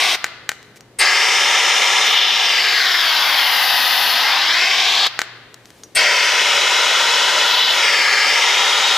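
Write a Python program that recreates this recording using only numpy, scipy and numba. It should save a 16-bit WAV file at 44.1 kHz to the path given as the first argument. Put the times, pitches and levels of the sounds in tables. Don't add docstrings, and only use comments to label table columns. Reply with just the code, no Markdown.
import sys
import numpy as np
from scipy import signal
from scipy.fft import rfft, irfft, next_fast_len
from scipy.io import wavfile
from numba import njit

SR = 44100
rng = np.random.default_rng(int(sys.argv[2]) if len(sys.argv) > 2 else 0)


def unload_audio(sound):
    columns = np.transpose(np.atleast_2d(sound))
    steps = np.round(np.clip(columns, -1, 1) * 32767)
    wavfile.write(sys.argv[1], SR, steps.astype(np.int16))


N = 395577
TIME = np.arange(N) / SR
WORK_HEIGHT_CM, WORK_WALL_CM = 6, 36


def ejector(rush_db=-15, sizzle_db=-14, refill_db=-19, width_db=-1):
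    # freq_hz, level_db
    suction_spectrum = [(7000, -38), (9000, -14), (10800, 0), (12300, -1), (14000, -2), (15400, -3)]
    # freq_hz, level_db
    sizzle_spectrum = [(3000, -25.5), (7300, -14), (8300, 0), (9100, 0), (10000, -16), (11300, -14),
                       (15000, -30)]
    # freq_hz, width_hz, gain_db
    colouring = [(460, 60, 2.5), (580, 38, 4), (760, 67, 2.3), (980, 75, 1.3), (1350, 200, -3.4),
                 (1900, 120, 2.2), (2125, 99, 4.5)]
    height_cm, wall_cm, lift, close = hand()
    seal, strain, leak = grip()
    flow, spurt, refill, bright_db = valve()
    roar_db = -10.2 - 0.1 * lift - 0.9 * seal
    low_db = -24.35 - 1.2 * lift - 3.4 * seal
    edge_db = -13.4 - 5.7 * lift - 3.2 * seal - 4.5 * strain + bright_db
    suction_db = -36.7 + 15.5 * close + 5 * leak
    pan_db = 2.35 + 1.3 * close
    thin = np.minimum(seal + 2 * spurt, 1)
    roar = undb(roar_db) * choke(exhaust(low_db, edge_db), thin)
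    rush_band = noise([(2000, -39), (2950, 1.5), (3300, 0), (3900, 0), (5000, -35), (9000, -55)])
    rush = undb(rush_db) * strain * rush_band
    suction = undb(suction_db) * noise(suction_spectrum)
    sizzle = undb(sizzle_db) * spurt * noise(sizzle_spectrum)
    seep = undb(refill_db) * refill * suction
    hiss = flow * (roar + rush + suction) + sizzle + seep
    side = undb(width_db) * shape(delay(hiss, ms=7.3), lambda hz: 0.62 * hz ** 2 / (hz ** 2 + 5000 ** 2))
    near = reflections(resonate(hiss, colouring), height_cm, wall_cm) + np.array([side, -side])
    return near * undb(np.array([pan_db, -pan_db]) / 2), hiss


def exhaust(low_db, edge_db, low_hz=540, edge_hz=5900, flutter_db=0.48):
    # freq_hz, level_db
    jet_spectrum = [(50, -50), (140, -46), (215, -24), (300, -19.7), (420, -13.2), (620, -5.3), (850, 1),
                    (1300, 2.6), (2000, 2.2), (3400, -3.2), (5200, -3.8), (7200, -15.3), (9800, -27),
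                    (15000, -49)]
    # freq_hz, width_hz, gain_db
    pipe_peaks = [(3600, 200, 1.4), (5230, 300, 1), (10800, 300, 9)]
    jet = resonate(noise(jet_spectrum), pipe_peaks)
    low = shape(jet, lambda hz: 1 / (1 + (hz / low_hz) ** 8))
    edge = shape(jet, lambda hz: 1 - 1 / (1 + (hz / edge_hz) ** 14))
    roar = unit(jet - low - edge) + undb(low_db) * unit(low) + undb(edge_db) * unit(edge)
    return roar * undb(flutter_db * wander(rate_hz=60))


def choke(roar, amount):
    # freq_hz, gain_db
    sealed = [(220, 4.5), (500, -3.5), (750, -1.7), (1150, -3.7), (2200, -3.1), (3300, 2.9), (4400, 1.8),
              (6000, -1.5), (9000, -3.4)]
    return (1 - amount) * roar + amount * shape(roar, lambda hz: undb(lookup(hz, sealed)))


def valve(open_s=0.034, crack_s=0.01, shut_s=0.0067, settle_s=0.026, throttle=0.65, refill_s=0.08):
    # open_s, shut_s, level_db, edge_db
    bursts = [(-1, 0.1506, -2.2, -2), (0.9858, 5.071, 0, 1.0), (5.9485, 10, -0.1, -0.6)]
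    flow, spurt, refill, edge_db = np.zeros((4, N))
    for start_s, end_s, level_db, bright_db in bursts:
        age_s, closed_s = np.maximum(TIME - start_s, 0), np.maximum(TIME - end_s, 0)
        gate = np.minimum(age_s / open_s, 1) * np.exp(-closed_s / shut_s)
        flow += undb(level_db) * gate
        crack = np.minimum(age_s / crack_s, 1) * np.exp(-age_s / settle_s)
        spurt += crack + throttle * (1 - undb(level_db)) * gate
        refill += (closed_s > 0) * np.exp(-closed_s / refill_s)
        edge_db += bright_db * gate
    return flow, spurt, refill, edge_db


def grip(seal_s=0.23, release_s=0.1, strain_after_s=0.18, strain_half_s=0.135):
    # touch_s, release_s, tightness
    grips = [(-1, 0.2, 0.25), (2.03, 5.1, 1), (7.42, 7.68, .7)]
    seal, strain = np.zeros((2, N))
    for touch_s, let_go_s, tightness in grips:
        age_s = TIME - touch_s
        held = tightness * np.clip(1 - (TIME - let_go_s) / release_s, 0, 1)
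        seal += held * np.clip(age_s / seal_s, 0, 1)
        strain += held * np.exp(-((age_s - strain_after_s) / strain_half_s) ** 2)
    seal = np.clip(seal, 0, 1)
    leak = seal * (1 - seal) ** 2
    return seal, strain, leak / leak.max()


def hand(turn_cm=4.3, start_s=2.42, approach_s=1.22, hold_s=0.42, retreat_s=0.4):
    # time_s, height_cm, wall_cm
    path = [(0.1, 5.1, 43.91), (1.03, 7.18, 39.99), (1.2, 6.32, 38.75), (1.45, 5.68, 38.57),
            (2.1, 5.44, 38.73), (2.45, 5.78, 39.34), (2.75, 7.48, 40.48), (3.0, 10.07, 49.19),
            (3.25, 14.28, 57.77), (3.55, 17.33, 64.78), (3.85, 19.42, 67.17), (4.2, 19.15, 65.0),
            (4.4, 12.43, 58.58), (4.6, 6.81, 45.9), (4.8, 5.41, 43.56), (5.04, 4.27, 41.44),
            (5.96, 6.86, 32.29), (6.2, 6.39, 34.2), (6.5, 5.58, 35.49), (7.35, 5.13, 34.85),
            (7.7, 4.83, 34.5), (7.92, 6.67, 37.58), (8.15, 7.42, 39.16), (8.45, 5.6, 37.98),
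            (8.97, 4.91, 36.45)]
    time_s, *columns = np.transpose(path)
    height_cm, wall_cm = (np.interp(TIME, time_s, column) for column in columns)
    lift = np.tanh(np.maximum(height_cm - WORK_HEIGHT_CM, 0) / turn_cm)
    close = np.interp(TIME, np.cumsum([start_s, approach_s, hold_s, retreat_s]), [0, 1, 1, 0])
    return height_cm, wall_cm, lift, close


def reflections(x, height_cm, wall_cm, bench_hz=1300, bench_rad=0.2, dull_hz=7000, right_lag_ms=0.024):
    # rest_lag_ms, relative_gain, height_slope, wall_slope (1 = flat mirror)
    surfaces = [(0.321, 0.115, 1.216, 0.202), (0.562, 0.065, -0.709, 0.57), (0.606, 0.116, 0.412, -0.151),
                (0.759, 0.09, -0.335, 1.161), (0.852, 0.048, -1.147, -0.13), (1.154, -0.06, -0.278, 0.498),
                (1.305, 0.054, 0.107, -0.056), (1.6, 0.112, 0.491, 0.65), (1.655, -0.075, -0.722, 0.963),
                (2.109, 0.195, 0.0, 1.0), (2.337, 0.164, -0.021, 0.934), (2.539, -0.072, 0.22, 0.653),
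                (2.737, 0.071, 0.787, 0.691), (3.058, 0.052, -0.196, -0.312), (4.254, 0.039, -0.993, 0.402),
                (5.147, 0.049, 1.011, 0.603), (5.266, 0.059, 1.212, 0.633)]
    sound_cm_per_ms = 34.3
    bench_ms, rest_ms = 2 * height_cm / sound_cm_per_ms, 2 * WORK_HEIGHT_CM / sound_cm_per_ms
    up_ms, away_ms = bench_ms - rest_ms, 2 * (wall_cm - WORK_WALL_CM) / sound_cm_per_ms
    dull = shape(x, lambda hz: 1 / (1 + (hz / dull_hz) ** 4))
    thin = shape(dull, lambda hz: np.exp(-1j * bench_rad) * hz ** 2 / np.hypot(hz ** 2, bench_hz ** 2))
    echoes = 0.3 * echo(thin, rest_ms, bench_ms)
    for lag_ms, gain, height_slope, wall_slope in surfaces:
        echoes += gain * echo(dull, lag_ms, lag_ms + height_slope * up_ms + wall_slope * away_ms)
    return x + undb(3) * np.array([delay(echoes, -right_lag_ms / 2), delay(echoes, right_lag_ms / 2)])


def echo(x, rest_ms, lag_ms, direct_ms=1.0):
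    return delay(x, lag_ms) * (direct_ms + rest_ms) / (direct_ms + np.maximum(lag_ms, 0))


def contacts():
    # start_s, level_db, tick_offset_db
    landings = [(0.2432, 0, 0.5), (0.2664, -17, -15), (0.4920, -3, 5), (0.5175, -12.5, -5.5),
                (5.1913, 1.5, -0.5), (5.2063, -18, 2), (5.2172, -4, 2)]
    # start_s, tick_db, ring_db
    clicks = [(0.629, -30, -58), (0.760, -37, -62), (0.773, -37, -62), (0.808, -27, -44), (5.0677, 0, -50),
              (5.5433, -20, -48), (5.6566, -28, -56), (5.7045, -28, -60), (5.8355, -24.5, -29)]
    rows = [(start_s, db, db + offset_db, db - 41) for start_s, db, offset_db in landings]
    return rows + [(start_s, db - 11, db, ring_db) for start_s, db, ring_db in clicks]


def impacts(tick_gain_db=14, scatter_db=-19, scatter_s=0.0017, low_cut_hz=900, early_db=-38, early_s=0.019):
    # freq_hz, level_db, t60_s
    bench_modes = [(475, -34, .05), (830, -22, 0.033), (1560, -12.5, 0.028), (1960, 0.5, 0.0052),
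                   (2330, -15, 0.012), (3050, -9, 0.0055), (4400, -4, 0.0022), (6900, -5, 0.0016)]
    # freq_hz, level_db, t60_s
    steel_modes = [(5850, -6, .072), (6621, -4, 0.057), (8651, -7, .029), (12280, -18, .038)]
    # freq_hz, level_db
    tick_spectrum = [(200, -23), (1500, -8), (4000, -1), (7500, -1.5), (9500, -14), (15000, -14)]
    t = np.arange(SR // 5) / SR
    thuds, ticks, rings = np.zeros((3, N))
    bench, steel = ring(bench_modes, t), ring(steel_modes, t)
    for start_s, thud_db, tick_db, ring_db in contacts():
        tick = undb(scatter_db) * rng.standard_normal(len(t)) * np.exp(-t / scatter_s)
        tick[0] = 1
        span = slice(int(start_s * SR), int(start_s * SR) + len(t))
        thuds[span] += undb(thud_db) * bench
        ticks[span] += undb(tick_db) * tick
        rings[span] += undb(ring_db) * steel
    early_echoes = rng.standard_normal(len(t)) * np.exp(-t / early_s) * (t > scatter_s)
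    thuds += undb(early_db) * convolve(thuds, early_echoes)
    thuds = signal.sosfilt(signal.butter(1, low_cut_hz, "high", fs=SR, output="sos"), thuds)
    return thuds + shape(ticks, lambda hz: undb(tick_gain_db + lookup(hz, tick_spectrum))) + rings


def ring(modes, t):
    return sum(undb(db - 60 * t / t60_s) * np.sin(2 * np.pi * hz * t) for hz, db, t60_s in modes)


def rustle(uneven_db=2):
    # centre_s, half_length_s, level_db
    slides = [(0.66, .09, -62), (0.77, 0.011, -45), (5.76, 0.18, -55.5)]
    swells = sum(undb(db) * np.exp(-((TIME - centre_s) / half_s) ** 2) for centre_s, half_s, db in slides)
    envelope = swells * undb(uneven_db * wander(rate_hz=50))
    return envelope * noise([(300, -15), (2000, 0), (5000, 0), (9000, -5), (15000, -11)])


def hall(x, onset_s=0.012):
    # freq_hz, t60_s, level_db
    decay = [(150, 1, -2), (600, 1.07, -1.5), (1600, 1.25, -0.5), (4000, 0.96, -1), (7000, .6, -4.5),
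             (14000, .35, -3.5)]
    hz, t, cells = signal.stft(rng.standard_normal((2, SR)), SR, nperseg=256)
    fade_db = lookup(hz, decay, column=2)[:, None] - 60 * t / lookup(hz, decay)[:, None]
    responses = signal.istft(cells * undb(fade_db) * (t > onset_s), SR)[1]
    return stereo(*(convolve(x, response / np.linalg.norm(response)) for response in responses))


def background(vent_db=-50, hum_hz=118.7, hum_db=-59, waver_db=3):
    # freq_hz, level_db
    vent_spectrum = [(25, -17), (60, -7), (120, -2.5), (220, -3), (430, 0), (700, -7.5), (1500, -15),
                     (3000, -18.5), (6000, -25.5), (15000, -37)]
    hum = undb(hum_db + waver_db * wander(rate_hz=12)) * np.sqrt(2) * np.sin(2 * np.pi * hum_hz * TIME)
    return undb(vent_db) * stereo(noise(vent_spectrum), noise(vent_spectrum)) + hum


def stereo(mid, side, apart_hz=4500):
    side = shape(side, lambda hz: np.clip(hz / apart_hz, 0.2, 1))
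    return np.array([mid + side, mid - side])


def undb(db):
    return 10 ** (np.asarray(db) / 20)


def unit(x):
    return x / np.sqrt(np.mean(x ** 2))


def lookup(hz, table, column=1):
    table = np.array(table)
    return np.interp(np.log(hz + 1), np.log(table[:, 0]), table[:, column])


def shape(x, gain):
    size = next_fast_len(N + 4096)
    return irfft(rfft(x, size) * gain(np.fft.rfftfreq(size, 1 / SR)), size)[:N]


def noise(spectrum):
    return unit(shape(rng.standard_normal(N), lambda hz: undb(lookup(hz, spectrum))))


def resonate(x, peaks):
    return shape(x, lambda hz: undb(sum(db / (1 + (2 * (hz - f) / w) ** 2) for f, w, db in peaks)))


def delay(x, ms):
    return np.interp(TIME - ms / 1000, TIME, x, left=0)


def convolve(x, response):
    return signal.oaconvolve(x, response)[:N]


def wander(rate_hz):
    return np.interp(TIME * rate_hz, np.arange(10 * rate_hz), rng.standard_normal(10 * rate_hz))


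@njit
def follow(x, attack, release):
    envelope, level = np.empty(len(x)), 1.7 * x[:2000].mean()
    for i in range(len(x)):
        level += (x[i] - level) * (attack if x[i] > level else release)
        envelope[i] = level
    return envelope


def scene(hiss_wet_db=-20.5, knock_wet_db=-24, left_db=1.2, background_left_db=0.6):
    near, hiss = ejector()
    knocks = impacts() + rustle()
    tail = hall(undb(hiss_wet_db) * hiss + undb(knock_wet_db) * knocks)
    room_tone = background() * undb([[background_left_db], [-background_left_db]])
    return near + (knocks + tail) * undb([[left_db], [-left_db]]) + room_tone


def record(dry, knee_db=-13.0, ratio=2.46, attack_s=0.006, release_s=0.18, top_hz=15400):
    envelope = follow(np.abs(dry).mean(axis=0), 1 / (attack_s * SR), 1 / (release_s * SR))
    gain = np.minimum(undb(knee_db) / (envelope + 1e-9), 1) ** (1 - 1 / ratio)
    lowpass = signal.ellip(10, 0.2, 70, top_hz, fs=SR, output="sos")
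    return signal.sosfilt(lowpass, np.clip(dry * gain, -1, 1))


dry = scene()
out = record(dry)
unload_audio(out)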